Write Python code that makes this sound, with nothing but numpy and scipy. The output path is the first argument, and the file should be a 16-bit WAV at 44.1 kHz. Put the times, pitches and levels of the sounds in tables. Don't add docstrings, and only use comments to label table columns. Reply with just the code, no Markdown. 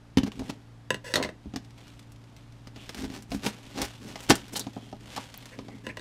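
import sys
import numpy as np
from scipy import signal
from scipy.fft import rfft, irfft
from scipy.io import wavfile

SR = 44100
rng = np.random.default_rng(int(sys.argv[2]) if len(sys.argv) > 2 else 0)


def unload_audio(sound):
    columns = np.transpose(np.atleast_2d(sound))
    steps = np.round(np.clip(columns, -1, 1) * 32767)
    wavfile.write(sys.argv[1], SR, steps.astype(np.int16))


N = 264996
T = np.arange(N) / SR
AGE = T[:SR // 3]

# (frequency [Hz], level [dB], t60 [s])
BOX_TONES = [(75, -25, .07), (127.5, 7, 0.058), (197, 2, 0.13), (211.6, 4, 0.16), (263.6, 14, 0.068),
             (274.2, -11.5, 0.24), (392.4, -9.5, 0.13)]
# (frequency [Hz], level [dB], t60 [s])
PANEL_TONES = [(411, 10, 0.054), (586, -8.5, 0.18), (660, -9, 0.056), (818, -2, 0.096), (840, -18, 0.015),
               (1010, 1, 0.031), (1229, -2, 0.064)]
# (frequency [Hz], level [dB], t60 [s])
PRESSED_TONES = [(530, 2.5, 0.047), (600, -4.5, 0.051), (1014, -1, 0.064), (1715, 3, 0.033),
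                 (1923, 1.5, .028), (2630, -4.5, 0.038), (2813, 0, 0.029), (3620, -5.5, 0.023),
                 (4740, -13.5, 0.026), (5620, -10, 0.013), (6360, -12, 0.032), (7800, -14, 0.048),
                 (9040, -20, 0.025), (10800, -24, 0.039)]
# (frequency [Hz], level [dB])
TAPE_COLOUR = [(180, 6), (300, 1), (678, 0.5), (828, 0.5), (1150, -14), (1230, -16), (1690, -21.5),
               (5430, -24), (6620, -29), (14500, -43), (16000, -53)]
# (frequency [Hz], level [dB])
CLATTER_COLOUR = [(180, 15), (300, -27), (667, 0.5), (1460, -9), (2030, -7.5), (3080, -10), (3950, -12.5),
                  (10700, -26.5), (15000, -39), (16000, -41)]

BLOW_S = .03
LOW_HZ, CARD_HZ, HANDLE_HZ, TICK_HZ = 400, 1400, 3000, 7000
SNAP_T60_S = 0.049
TOUCH_START_S, TOUCH_END_S = 1.4, 6.0


def undb(db):
    return 10 ** (np.asarray(db) / 20)


def unit(x):
    return x / np.sqrt(np.mean(x ** 2) + 1e-20)


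def blow(x):
    return x / np.sqrt(np.sum(x ** 2) / (BLOW_S * SR) + 1e-20)


def add(out, s, x):
    i = max(int(s * SR), 0)
    out[i:i + len(x)] += x[:max(N - i, 0)]


def band(x, hz, kind):
    return signal.sosfilt(signal.butter(3, hz, kind, fs=SR, output="sos"), x)


def through(x, response):
    return signal.fftconvolve(x, response)[:len(x)]


def colour(x, points, size=4096):
    hz, db = np.transpose(points)
    outline = np.interp(np.log(np.fft.rfftfreq(size, 1 / SR) + 1), np.log(hz), db)
    cepstrum = irfft(np.log(undb(outline)))
    cepstrum[1:size // 2] *= 2
    cepstrum[size // 2 + 1:] = 0
    return through(x, irfft(np.exp(rfft(cepstrum))))


def split(x, top_hz):
    middle = band(x, [LOW_HZ, CARD_HZ], "bandpass")
    upper = band(x, [CARD_HZ, top_hz], "bandpass")
    return middle, upper, band(x, top_hz, "highpass")


def ring(modes, scatter_db, detune):
    hz, db, t60 = np.transpose(modes)[:, :, None]
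    weight, shift = rng.uniform(-1, 1, (2, len(modes), 1))
    waves = np.sin(2 * np.pi * hz * (1 + detune * shift) * AGE)
    fade = np.exp(-np.log(1000) * AGE / t60)
    return np.sum(undb(db + scatter_db * weight) * waves * fade, axis=0)


def crack(t60, click_db):
    fade = np.exp(-np.log(1000) * AGE / t60)
    out = blow(rng.standard_normal(len(AGE)) * fade)
    out[0] += undb(click_db) * np.sqrt(BLOW_S * SR)
    return out


def grains(rate, spread_db, smear_db):
    sizes = undb(spread_db * np.minimum(rng.exponential(size=N), 4)) * rng.choice([-1, 1], N)
    slips = sizes * (rng.random(N) < rate / SR)
    keep = np.exp(-1 / (.004 * SR))
    power = signal.lfilter([1 - keep], [1, -keep], slips ** 2)
    return slips + undb(smear_db) * np.sqrt(power) * rng.standard_normal(N)


def stroke(start, length, attack, release):
    rise = np.clip((T - start) / attack, 0, 1)
    return rise * np.exp(-np.maximum(T - start - length, 0) / release)


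def rips():
    # (middle [s], half length [s], box thump [dB], tape [dB], brightness [dB])
    rip_table = [(0.274, 0.013, -32.5, -42.5, -5.5), (0.414, 0.021, -36.5, -55.5, -16.5),
                 (0.501, 0.0079, -31.5, -36.5, -3.5), (2.992, 0.035, -43, -44, 0.5),
                 (3.047, 0.023, -33.5, -46, -2.5), (3.156, 0.041, -44, -46, -1.5),
                 (3.339, 0.032, -41, -45, 3.5), (3.468, 0.028, -32, -34, 0.5), (3.798, 0.037, -34, -37, -5),
                 (3.843, 0.019, -60, -38.5, -1.5), (4.079, 0.064, -44, -50, 0), (4.239, 0.016, -61, -46, 4),
                 (4.31, 0.012, -17.5, -16, -1), (4.538, 0.0097, -36, -44, 10),
                 (4.571, 0.012, -42, -40.5, 14.5), (4.597, 0.018, -40.5, -46.5, -8),
                 (5.17, 0.0076, -49, -39, -0.5)]
    card_db, sizzle_db, rock_db = -3.5, -7.5, -21
    slips = colour(grains(rate=2500, spread_db=5.0, smear_db=-3.0), TAPE_COLOUR)
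    card, tape, sizzle = split(slips, TICK_HZ)
    panels = ring(PANEL_TONES, scatter_db=1, detune=.005)
    card = unit(card) + undb(-6) * unit(through(card, panels))
    parts = box_rocking(), box_rumble(), card, tape, sizzle
    out = np.zeros(N)
    for s, half, thump_db, tape_db, bright_db in rip_table:
        levels = (thump_db + rock_db, thump_db, tape_db + card_db - bright_db,
                  tape_db, tape_db + sizzle_db + bright_db)
        near = np.abs(T - s) < 2 * half
        swell = np.exp(-((T[near] - s) / half) ** 2)
        out[near] += swell * sum(undb(db) * unit(part[near]) for db, part in zip(levels, parts))
    return out


def snaps():
    # (time [s], box thump [dB], crack [dB], brightness [dB])
    snap_table = [(0.1724, -17, -31.5, -0.5), (0.1841, -30, -39, 3), (0.234, -27.5, -43.5, 3),
                  (0.319, -60, -54.5, 4), (0.394, -39, -47.5, 4), (1.458, -41.5, -75, -14),
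                  (1.538, -37.5, -54, -6.5), (1.5606, -33, -39.5, 1), (1.993, -67, -56, 6),
                  (2.12, -71, -66.5, 16.5), (2.24, -76, -65, 0), (2.672, -51.5, -52, 1.5),
                  (2.761, -52, -53.5, -2), (2.893, -50, -42.5, 3), (2.946, -49, -45, 4),
                  (3.101, -41, -52.5, 0), (3.224, -68, -58.5, 15.5), (3.318, -39, -42, -4.5),
                  (3.347, -31, -48.5, -2), (3.434, -45, -47, 0), (3.4643, -39, -31.5, 1),
                  (3.817, -40, -35, 11), (3.851, -62, -48.5, 15.5), (4.157, -48, -43.5, -2.5),
                  (4.205, -65, -48.5, 6.5), (4.298, -21.5, -28, 11), (4.304, -18, -21, -1.5),
                  (4.355, -48, -40.5, 13.5), (4.482, -66, -55.5, 8), (4.557, -56, -40.5, 1),
                  (4.595, -50, -47.5, 24), (4.668, -36.5, -50.5, -8.5), (4.766, -38, -64, -22.5),
                  (4.928, -43.5, -58.5, -17.5), (5.1634, -71, -42.5, 4), (5.178, -42, -45.5, 0),
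                  (5.3414, -64, -48.5, 5), (5.457, -66, -51, 7), (5.589, -43, -50, -8),
                  (5.684, -47, -55.5, -9)]
    out = np.zeros(N)
    for s, *levels in snap_table:
        add(out, s, snap(*levels))
    return out


def snap(thump_db, crack_db, bright_db):
    card_db, tick_db = -.5, -13
    card, tape, tick = split(colour(crack(SNAP_T60_S, click_db=-4.5), TAPE_COLOUR), TICK_HZ)
    panels = ring(PANEL_TONES, scatter_db=3, detune=.015)
    card = blow(card) + undb(-7.0) * blow(band(panels, LOW_HZ, "highpass"))
    tape = blow(tape) + undb(-11) * blow(flap(0.89 * SNAP_T60_S))
    thump = band(ring(BOX_TONES, scatter_db=2, detune=.015), 90, "highpass")
    levels = thump_db, crack_db + card_db - bright_db, crack_db, crack_db + tick_db + bright_db
    return sum(undb(db) * blow(part) for db, part in zip(levels, (thump, card, tape, tick)))


def flap(t60, count=7):
    hz = 1700 * 2 ** (2 * rng.random(count))
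    return ring([(f, 0, t60) for f in hz], scatter_db=-6.5, detune=0)


def snips():
    # (time [s], level [dB])
    snip_table = [(0.172, -47), (0.1833, -36), (0.233, -46), (.319, -51)]
    # (frequency [Hz], level [dB], t60 [s])
    blade_tones = [(1115, -4.5, 0.038), (2790, -1, 0.024), (2980, 2, 0.019), (3550, -3, 0.023),
                   (5230, -22, .04)]
    out = np.zeros(N)
    for s, db in snip_table:
        add(out, s, undb(db) * blow(ring(blade_tones, scatter_db=2, detune=0.013)))
    return out


def knocks():
    knock_table = [(0.905, -36, -26.5, -1.5, 0.97), (0.944, -42.5, -37.5, 0.5, 0.63),
                   (1.1391, -33.5, -27, 3.5, 0.04), (1.157, -41, -23, 3, 0), (1.167, -36, -40, -10.5, 0),
                   (1.179, -37, -42, -13, 0), (1.2, -34, -45.5, -16, 0.1), (1.212, -39, -47, -16, 0.2),
                   (1.2269, -37, -32.5, 3.5, 0), (1.236, -45, -35.5, 1, -2), (1.247, -38.5, -36, -4, 0),
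                   (1.29, -45, -44, -5.5, 0), (5.8671, -40.5, -39.5, -2.5, 0.8),
                   (5.889, -47.5, -49.5, -3.5, 0.1), (5.971, -48.5, -41.5, -2, 0.4),
                   (5.995, -49, -50, 2.5, 0.3)]
    # (frequency [Hz], level [dB], t60 before damping [s])
    loose_tones = [(585, 1.5, 0.1), (540, 2, 0.13), (619, 5.5, 0.14), (1009, 1, 0.12), (1875, 0, 0.07),
                   (2000, -4.5, 0.019), (2024, 17.5, 0.034), (2527, 5.5, 0.023), (3070, -26, 0.034),
                   (3680, -2, 0.052), (3960, 8.5, 0.024), (4430, -0.5, 0.081), (5630, -9, 0.084),
                   (6300, -5.5, 0.065), (7880, -19, 0.077), (8440, -7, 0.043), (10640, -29, 0.027)]
    counter_db, blade_db = -5, -5.5
    damp_s = 0.021
    out = np.zeros(N)
    for s, thud_db, clack_db, bright_db, pressed in knock_table:
        contact = blow(colour(crack(0.092, click_db=-45), CLATTER_COLOUR))
        loose = blow(ring(loose_tones, scatter_db=3, detune=.06) * np.exp(-AGE / damp_s))
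        loose = blow(loose + undb(1) * contact)
        held = blow(ring(PRESSED_TONES, scatter_db=1, detune=.005)) + undb(-12) * contact
        clack = pressed * held + (1 - pressed) * loose
        thud = band(crack(0.18, click_db=-5.0), [90, 380], "bandpass")
        parts = thud, *split(clack, HANDLE_HZ)
        levels = thud_db, clack_db + counter_db - bright_db, clack_db, clack_db + blade_db + bright_db
        add(out, s, sum(undb(db) * blow(part) for db, part in zip(levels, parts)))
    return out


def slide():
    # (start [s], length [s], level [dB])
    slide_table = [(1.04, 0.081, -41), (1.178, 0.12, -56), (5.512, 0.035, -52), (5.834, 0.073, -52)]
    attack_s, release_s = 0.0075, 0.015
    rub = grains(rate=4000, spread_db=2, smear_db=-6)
    ringing = band(through(rub, ring(PRESSED_TONES, scatter_db=0, detune=0)), LOW_HZ, "highpass")
    hiss = band(colour(rub, CLATTER_COLOUR), HANDLE_HZ, "highpass")
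    scrape = unit(ringing) + undb(-7.5) * unit(hiss)
    pressure = sum(undb(db) * stroke(start, length, attack_s, release_s)
                   for start, length, db in slide_table)
    return unit(scrape) * pressure


def handling():
    # (start [s], length [s], rustle [dB], box rumble [dB])
    rub_table = [(0.318, 0.16, -57.5, -46), (1.747, 0.17, -60.5, -59), (2.362, 0.034, -65, -61),
                 (2.743, 0.28, -56, -57), (3.05, 0.087, -58.5, -49.5), (3.362, 0.43, -54.5, -53),
                 (3.85, 0.044, -50.5, -59), (4.052, 0.35, -52.5, -59), (4.363, 0.33, -56.5, -54),
                 (4.71, 0.18, -58.5, -54), (4.989, 0.21, -55, -55.5), (5.072, 0.15, -50, -58),
                 (5.303, 0.16, -55.5, -58.5), (5.533, 0.25, -63.5, -48.5)]
    # (frequency [Hz], level [dB])
    rustle_colour = [(240, -20), (400, 2), (425, -45), (489, -2.5), (708, -6.5), (814, -4.5), (1200, -8),
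                     (3120, -1), (7060, -12.5), (14800, -27.5), (16000, -60)]
    attack_s, release_s = 0.03, 0.092
    touch = stroke(TOUCH_START_S, TOUCH_END_S - TOUCH_START_S, attack_s, release_s)
    on_tape, on_box = undb(-70.5) * touch, undb(-67.5) * touch
    for start, length, rustle_db, rumble_db in rub_table:
        pressure = stroke(start, length, attack_s, release_s)
        on_tape = np.maximum(on_tape, undb(rustle_db) * pressure)
        on_box = np.maximum(on_box, undb(rumble_db) * pressure)
    crinkle = grains(rate=1300, spread_db=4.6, smear_db=0)
    card, tape, sizzle = split(colour(crinkle, rustle_colour), TICK_HZ)
    rustle = unit(tape) + undb(-3) * unit(card) + undb(-8.5) * unit(sizzle)
    pops = grains(rate=60, spread_db=2.0, smear_db=-2.5)
    rustle = rustle + undb(-6.5) * unit(band(colour(pops, rustle_colour), CARD_HZ, "highpass"))
    return on_tape * rustle + on_box * box_rumble()


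def picks():
    picks_per_s, level_db, spread_db = 4, -63, 5
    touch_s = TOUCH_END_S - TOUCH_START_S
    out = np.zeros(N)
    for when, size in rng.random((int(picks_per_s * touch_s), 2)):
        tick = blow(band(colour(crack(SNAP_T60_S, click_db=-4), TAPE_COLOUR), 1850, "highpass"))
        add(out, TOUCH_START_S + when * touch_s, undb(level_db + spread_db * (2 * size - 1)) * tick)
    return out


def chafes():
    # (middle [s], half length [s], pitch [Hz], band half-width [share of pitch], level [dB])
    chafe_table = [(1.877, 0.061, 3160, .3, -65), (2.811, 0.047, 2960, .2, -55),
                   (4.568, 0.013, 3800, 0.23, -32), (4.612, 0.011, 4200, 0.14, -39.5),
                   (4.823, 0.11, 3230, 0.06, -65), (5.18, .007, 900, .25, -31.5),
                   (5.377, 0.0016, 13500, 0.15, -39.5), (5.537, 0.014, 1960, 0.18, -50.5),
                   (5.734, .06, 2070, .08, -61), (5.903, 0.0098, 2100, 0.18, -39)]
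    out = np.zeros(N)
    for s, half, hz, width, db in chafe_table:
        age = np.arange(-2 * half, 2 * half, 1 / SR)
        edges = np.clip([hz * (1 - width), hz * (1 + width)], 100, .45 * SR)
        hiss = band(rng.standard_normal(len(age)), edges, "bandpass")
        swell = np.exp(-(age / half) ** 2)
        add(out, s - 2 * half, undb(db) * unit(hiss) * swell)
    return out


def shoves():
    # (middle [s], half length [s], rocking level [dB])
    shove_table = [(0.195, 0.016, -34), (.41, .025, -41), (1.474, 0.013, -41), (1.558, .015, -43),
                   (3.025, 0.052, -41.5), (3.337, 0.049, -43.5), (3.829, 0.031, -42), (4.314, 0.023, -35)]
    force = sum(undb(db) * np.exp(-((T - s) / half) ** 2) for s, half, db in shove_table)
    return force * (box_rocking() + undb(-5.5) * box_rumble())


def box_rocking():
    return unit(band(rng.standard_normal(N), [36, 76], "bandpass"))


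def box_rumble():
    tugs = grains(rate=740, spread_db=4.5, smear_db=-3.5)
    body = unit(through(tugs, ring(BOX_TONES, scatter_db=0, detune=0)))
    direct = unit(band(tugs, [170, LOW_HZ], "bandpass"))
    return unit(band(body, 126, "highpass") + undb(-10.5) * direct)


def room(x, wet_db, t60, dull_hz, bounce_db):
    tail = rng.standard_normal(len(AGE)) * np.exp(-np.log(1000) * AGE / t60)
    tail = tail * np.clip(AGE / 0.0046 - .5, 0, 1)
    tail = signal.lfilter(*signal.butter(1, dull_hz, fs=SR), tail)
    response = undb(wet_db) * unit(tail) / np.sqrt(len(AGE))
    response[0] += 1
    response[int(.004 * SR)] += undb(bounce_db)
    return through(x, response)


def background():
    # (frequency [Hz], level [dB])
    air_colour = [(12, -43), (20, -5), (65, -0.5), (96, -12.5), (123, 2.5), (163, -7.5), (293, -17.5),
                  (337, -12.5), (459, -16.5), (873, -17), (1030, -19.5), (5080, -31.5), (11800, -43.5),
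                  (14300, -52), (16000, -72)]
    # (frequency [Hz], level [dB])
    hum_tones = [(58, -66), (115.3, -52), (173, -64.5), (231, -64), (289, -62.5)]
    hum = 0
    for hz, db in hum_tones:
        knots = np.linspace(0, T[-1], 40)
        drift, sway = (np.interp(T, knots, rng.standard_normal(len(knots))) for _ in range(2))
        hum = hum + np.sqrt(2) * undb(db + sway) * np.sin(2 * np.pi * hz * T + .45 * drift)
    return hum + undb(-55) * unit(colour(rng.standard_normal(N), air_colour))


def scene():
    tape_and_box = rips() + snaps() + picks() + shoves() + handling() + chafes()
    scissors = snips() + knocks() + slide()
    echoed = room(tape_and_box + scissors, wet_db=-16.5, t60=0.17, dull_hz=6500, bounce_db=-35)
    return (echoed + background())[None]


def record(dry):
    rounded = .95 * np.tanh(dry / .95)
    return signal.sosfilt(signal.ellip(8, .2, 70, 15700, fs=SR, output="sos"), rounded)


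dry = scene()
out = record(dry)
unload_audio(out)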